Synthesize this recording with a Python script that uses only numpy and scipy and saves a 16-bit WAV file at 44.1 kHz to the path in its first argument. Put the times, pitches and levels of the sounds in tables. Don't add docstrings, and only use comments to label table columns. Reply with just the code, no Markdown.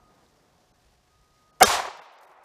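import sys
import numpy as np
from scipy import signal
from scipy.fft import rfft, irfft, next_fast_len
from scipy.io import wavfile
from scipy.ndimage import map_coordinates

SR = 44100
rng = np.random.default_rng(int(sys.argv[2]) if len(sys.argv) > 2 else 0)


def int16_out(signal):
    q = np.round(np.clip(np.atleast_2d(signal).T, -1, 1) * 32767)
    wavfile.write(sys.argv[1], SR, q.astype(np.int16))


def rack_gain(trim_db):
    fader = np.asarray(trim_db, float)
    return 10 ** (fader / 20)


N = 107868
TOP_HZ = 15200

# (time [s], level [dB])
WIND = [
    (0, -63),
    (.3, -65),
    (.9, -68),
    (1.2, -69),
    (1.6, -68),
]
# (frequency [Hz], level [dB per Hz])
LEAF_COLOUR = [(70, -25), (120, -3), (300, -6), (700, -7), (1100, -10), (1400, -15), (2200, -24),
               (4000, -40)]
# (frequency [Hz], level [dB per Hz])
HISS_COLOUR = [(940, -30), (1600, 0), (2360, -4), (5500, -2.5), (7600, -8.5), (14300, -17.5), (15200, -22)]
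HISS_DB = -71.3
# (frequency [Hz], level [dB per Hz])
RUMBLE_COLOUR = [(13, -39), (22, -9), (43, -1), (60, 0), (160, -11), (210, -41), (350, -120)]
RUMBLE_DB = -70.6
# (time [s], pitch [Hz], level [dB])
WHINE = [
    (0, 1241, -70),
    (.1, 1241, -67),
    (.17, 1241, -80),
    (.23, 1241, -74),
    (.5, 1241, -86),
    (1.09, 1242, -86),
    (1.13, 1242, -71),
    (1.3, 1243, -73),
    (1.5, 1243, -68),
]
DRONE_HZ, DRONE_WIDTH_HZ, DRONE_DB = 728, 12, -74.5
DUCK_S, DUCK_DB, RECOVER_S, RECOVER_DB_PER_S = 1.61, -14, 2.25, 25

# (time [s], peak [dB], pitch [Hz], half
# length [s])
KNOCKS = [(1.6215, -12, 755, .007), (1.623, -13, 1480, .006), (1.627, -32, 55, .007),
          (1.681, -30, 72, .008), (1.868, -55, 300, .008), (1.883, -40, 400, .009), (1.885, -60, 85, .014),
          (.2645, -56, 3760, .0008), (1.992, -65, 165, .014), (2.255, -62, 380, .012),
          (2.297, -72, 160, .012), (2.306, -59, 370, .01)]

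# (time [s], peak [dB], pitch [Hz])
CRUMBS = [(.2885, -65, 5200), (1.2134, -65, 5400), (1.858, -55, 11000), (1.9724, -58, 10000),
          (2.0144, -68, 11000), (2.0194, -65, 11000), (2.03, -66, 13000), (2.1234, -67, 9500),
          (2.1374, -63, 13500), (2.18, -60, 3500), (2.1864, -58, 5000), (2.2124, -66, 8000),
          (2.2333, -59, 5500), (2.241, -65, 12000), (2.2974, -69, 7000), (2.3154, -65, 6000),
          (2.4385, -63, 11000)]
CRUMB_FADE_S, CRUMB_WIDTH = .002, .85
# (start [s], rise [s], hold [s], fall [s], level [dB])
PATTER = [
    (2.012, .008, .03, .012, -75),
    (2.12, .005, .03, .01, -80),
    (2.205, .01, .045, .02, -71),
    (2.27, .01, .045, .015, -77.5),
    (2.432, .004, .01, .01, -72),
]

# (start [s], rise [s], hold [s], fall [s], level [dB])
CRACK = [
    (1.6027, .001, .008, .001, -31),
    (1.613, .001, .005, .001, -38),
    (1.6213, .001, .005, .001, -32),
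]
# (frequency [Hz], level [dB per Hz])
CRACK_COLOUR = [(180, -34), (300, -6), (1510, -2), (2300, -6), (3800, -12), (6000, -8), (12100, -13),
                (15200, -20)]
# (start [s], rise [s], hold [s], fall [s], level [dB])
BOOM = (1.606, .013, .009, .005, -9.6)
# (frequency [Hz], width [Hz], level [dB])
BOOM_BODY = [(210, 60, -13), (330, 90, -17), (500, 200, -2), (770, 260, 0.1), (1420, 420, -3.5),
             (2140, 280, -11), (2870, 300, -15)]
# (start [s], rise [s], hold [s], fall [s], level [dB])
SLAP = (1.6255, .001, .007, .0005, -11.5)
# (frequency [Hz], level [dB per Hz])
SLAP_COLOUR = [(1180, -38), (2000, -8), (4300, -3), (6000, -3), (11900, -7), (14900, -12), (15700, -30),
               (16500, -45)]
# (start [s], rise [s], hold [s], fall [s], level [dB])
THUMPS = [
    (1.606, .01, .02, .012, -44),
    (1.7, .02, .03, .065, -54),
]
# (frequency [Hz], level [dB per Hz])
THUMP_COLOUR = [(15, -12), (30, -3), (75, 0.1), (110, -4), (170, -10), (350, -16), (600, -45)]

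# (start [s], rise [s], hold [s], fall [s], level [dB])
BRIEF_TONES = (1.63, .005, .011, .007, -15.5)
# (frequency [Hz], level [dB])
BRIEF_NOTES = [(211, -30), (414, -25), (503, -26), (597, -30), (1160, -26), (1215, -30), (1367, -29), (1638, -26.5),
               (3198, -31), (3698, -29), (5399, -31), (6153, -30)]

# (time [s], level [dB])
TREES = [
    (1.655, -25),
    (1.671, -31),
    (1.679, -23.5),
    (1.748, -22),
    (1.845, -37),
    (1.888, -36),
    (1.917, -44),
    (2.133, -54),
    (2.446, -56),
]
# (frequency [Hz], level [dB per Hz])
TREES_COLOUR = [(40, -36), (100, -27), (280, -23), (430, -13), (764, 0), (1120, -2), (1500, -9),
                (2300, -13), (8000, -62)]
# (frequency [Hz], loss [dB per s])
TREES_LOSS = [(60, 30), (180, 14), (330, -8), (800, 0.1), (2500, 2.5), (8000, 40)]
TRUNKS_PER_S, TRUNK_DB = 110, 2.6
LUMPS_FADE_S = .35
# (start [s], rise [s], hold [s], fall [s], level [dB])
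SCRUB = [
    (1.644, .012, .085, .045, -27),
    (1.7, .1, .05, .16, -50),
]
# (frequency [Hz], level [dB per Hz])
SCRUB_COLOUR = [(1000, -25), (1800, -3), (2600, -3), (4500, -4), (7000, -6), (11000, -16), (15200, -25)]
# (frequency [Hz], loss [dB per s])
SCRUB_LOSS = [(1500, -10), (3500, -9), (5500, 9), (8500, 42), (14000, 80)]

CEILING = .98
# (time [s], treble lost above [Hz], first band kept [Hz], second band kept [Hz])
DULL = [
    (.73, 1600, 6200, 4100),
    (1.52, 1700, 4300, 5200),
    (2.008, 2200, 3500, 2700),
    (2.174, 6600, 6600, 5000),
    (2.263, 1900, 6000, 3800),
]
DULL_S, KEPT_WIDTH_HZ, KEPT_DB = .028, 60, 9.5


def unit(x):
    return x / np.sqrt(np.mean(x ** 2) + 1e-20)


def along(points, hz):
    f, value = np.transpose(points)
    return np.interp(np.log(hz + 1), np.log(f + 1), value)


def curves(rows):
    s, *columns = np.transpose(rows)
    return [np.interp(np.arange(N) / SR, s, column) for column in columns]


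def wobble(rate):
    knots = rng.standard_normal(N // 100)
    return map_coordinates(knots, [np.arange(N) * rate / SR])


def noise(gain):
    m = next_fast_len(N)
    spectrum = rfft(rng.standard_normal(m)) * gain(np.fft.rfftfreq(m, 1 / SR))
    return unit(irfft(spectrum, m)[:N])


def tone(points, top_hz=TOP_HZ):
    return noise(lambda hz: rack_gain(along(points, hz)) * (hz < top_hz))


def peak(f, hz, width):
    return 1j * f * width / (hz * hz - f * f + 1j * f * width)


def burst(start, rise, hold, fall, db):
    t = np.arange(N) / SR - start
    up = np.sin(np.pi / 2 * np.clip(t / rise, 0, 1)) ** 2
    return rack_gain(db) * up * np.exp(-np.clip(t - rise - hold, 0, None) / fall)


def bursts(rows):
    return sum(burst(*row) for row in rows)


def air():
    t = np.arange(N) / SR
    wind_db, = curves(WIND)
    whine_hz, whine_db = curves(WHINE)
    leaves = rack_gain(wind_db + 1.2 * wobble(12) + 1.2 * wobble(70)) * tone(LEAF_COLOUR)
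    hiss = rack_gain(HISS_DB + .7 * wobble(8) + 1.2 * wobble(150)) * tone(HISS_COLOUR)
    rumble = rack_gain(RUMBLE_DB + 2.5 * wobble(14)) * tone(RUMBLE_COLOUR)
    whine_wave = np.sqrt(2) * np.sin(2 * np.pi * np.cumsum(whine_hz) / SR)
    whine = rack_gain(whine_db + 1.5 * wobble(15)) * whine_wave
    drone = rack_gain(DRONE_DB - 4 * t) * noise(lambda f: peak(f, DRONE_HZ, DRONE_WIDTH_HZ))
    drop_db = DUCK_DB * np.clip((t - DUCK_S) / .02, 0, 1)
    duck_db = drop_db + RECOVER_DB_PER_S * np.clip(t - RECOVER_S, 0, None)
    ducked = rack_gain(duck_db) * (leaves + whine + drone + rack_gain(.45 * duck_db) * rumble)
    return ducked + rack_gain(.85 * duck_db) * hiss


def knocks():
    t = np.arange(N) / SR
    out = np.zeros(N)
    for s, db, hz, half in KNOCKS:
        shape = np.exp(-((t - s) / half) ** 2)
        out += rack_gain(db) * shape * np.sin(2 * np.pi * hz * (t - s))
    return out


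def crumbs():
    n = SR // 40
    t, f = np.arange(n) / SR, np.fft.rfftfreq(n, 1 / SR)
    ticks = np.zeros(N + SR)
    for s, db, hz in CRUMBS:
        colour = (f < TOP_HZ) * peak(f, hz, CRUMB_WIDTH * hz) ** 2
        tick = unit(irfft(rfft(rng.standard_normal(n)) * colour, n))
        ticks[round(s * SR):][:n] += rack_gain(db) * tick * np.exp(-t / CRUMB_FADE_S)
    grains = tone([(2200, -20), (4500, 0.1), (15000, -3)])
    return ticks[:N] + bursts(PATTER) * rack_gain(3 * wobble(150)) * grains


def boom_gain(f):
    return sum((-1) ** k * rack_gain(db) * peak(f, hz, width) ** 2
               for k, (hz, width, db) in enumerate(BOOM_BODY))


def shot():
    crack = bursts(CRACK) * tone(CRACK_COLOUR)
    boom = burst(*BOOM) * noise(boom_gain)
    slap = burst(*SLAP) * tone(SLAP_COLOUR, 16600)
    jolt = bursts(THUMPS) * tone(THUMP_COLOUR)
    return crack + boom + slap + jolt


def brief_tones():
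    t = np.arange(N) / SR
    phases = rng.random(len(BRIEF_NOTES))
    modes = sum(rack_gain(db) * np.sin(2 * np.pi * (hz * t + phase)) for (hz, db), phase in zip(BRIEF_NOTES, phases))
    return burst(*BRIEF_TONES) * unit(modes)


def travelled(colour, loss):
    hz, t, spectrum = signal.stft(tone(colour), SR, nperseg=256)
    travel_s = np.clip(t, 1.6, None) - 1.73
    fade = rack_gain(-along(loss, hz)[:, None] * travel_s)
    return signal.istft(spectrum * fade, SR, nperseg=256)[1][:N]


def woods():
    strength_db, = curves(TREES)
    opens = burst(1.645, .02, 9, 1, 0.5)
    lumps_db = TRUNK_DB * burst(1.6, .01, .2, LUMPS_FADE_S, 0.1) * wobble(TRUNKS_PER_S)
    trunks = opens * rack_gain(strength_db + lumps_db) * travelled(TREES_COLOUR, TREES_LOSS)
    bushes = bursts(SCRUB) * rack_gain(.8 * wobble(60)) * travelled(SCRUB_COLOUR, SCRUB_LOSS)
    return trunks + bushes


def dull_moments(x):
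    t, f, spectrum = np.arange(N) / SR, np.fft.rfftfreq(N, 1 / SR), rfft(x)
    for s, above_hz, *kept_hz in DULL:
        treble = np.clip((f - above_hz) / 400 + .5, 0, 1) ** 2
        kept = rack_gain(KEPT_DB) * sum(np.exp(-((f - hz) / KEPT_WIDTH_HZ) ** 2) for hz in kept_hz)
        bump = np.cos(np.pi * np.clip((t - s) / DULL_S, -.5, .5)) ** 2
        x = x - np.clip(1.1 * bump, 0, .92) * irfft(spectrum * (treble - kept), N)
    return x


def scene():
    return (air() + knocks() + crumbs() + shot() + brief_tones() + woods())[None]


def band_limit(x):
    return signal.sosfilt(signal.butter(12, 16620, fs=SR, output="sos"), x)


def record(dry):
    limited = dry / (1 + np.abs(dry / CEILING) ** 6) ** (1 / 6)
    return band_limit(dull_moments(limited))


dry = scene()
out = record(dry)
int16_out(out)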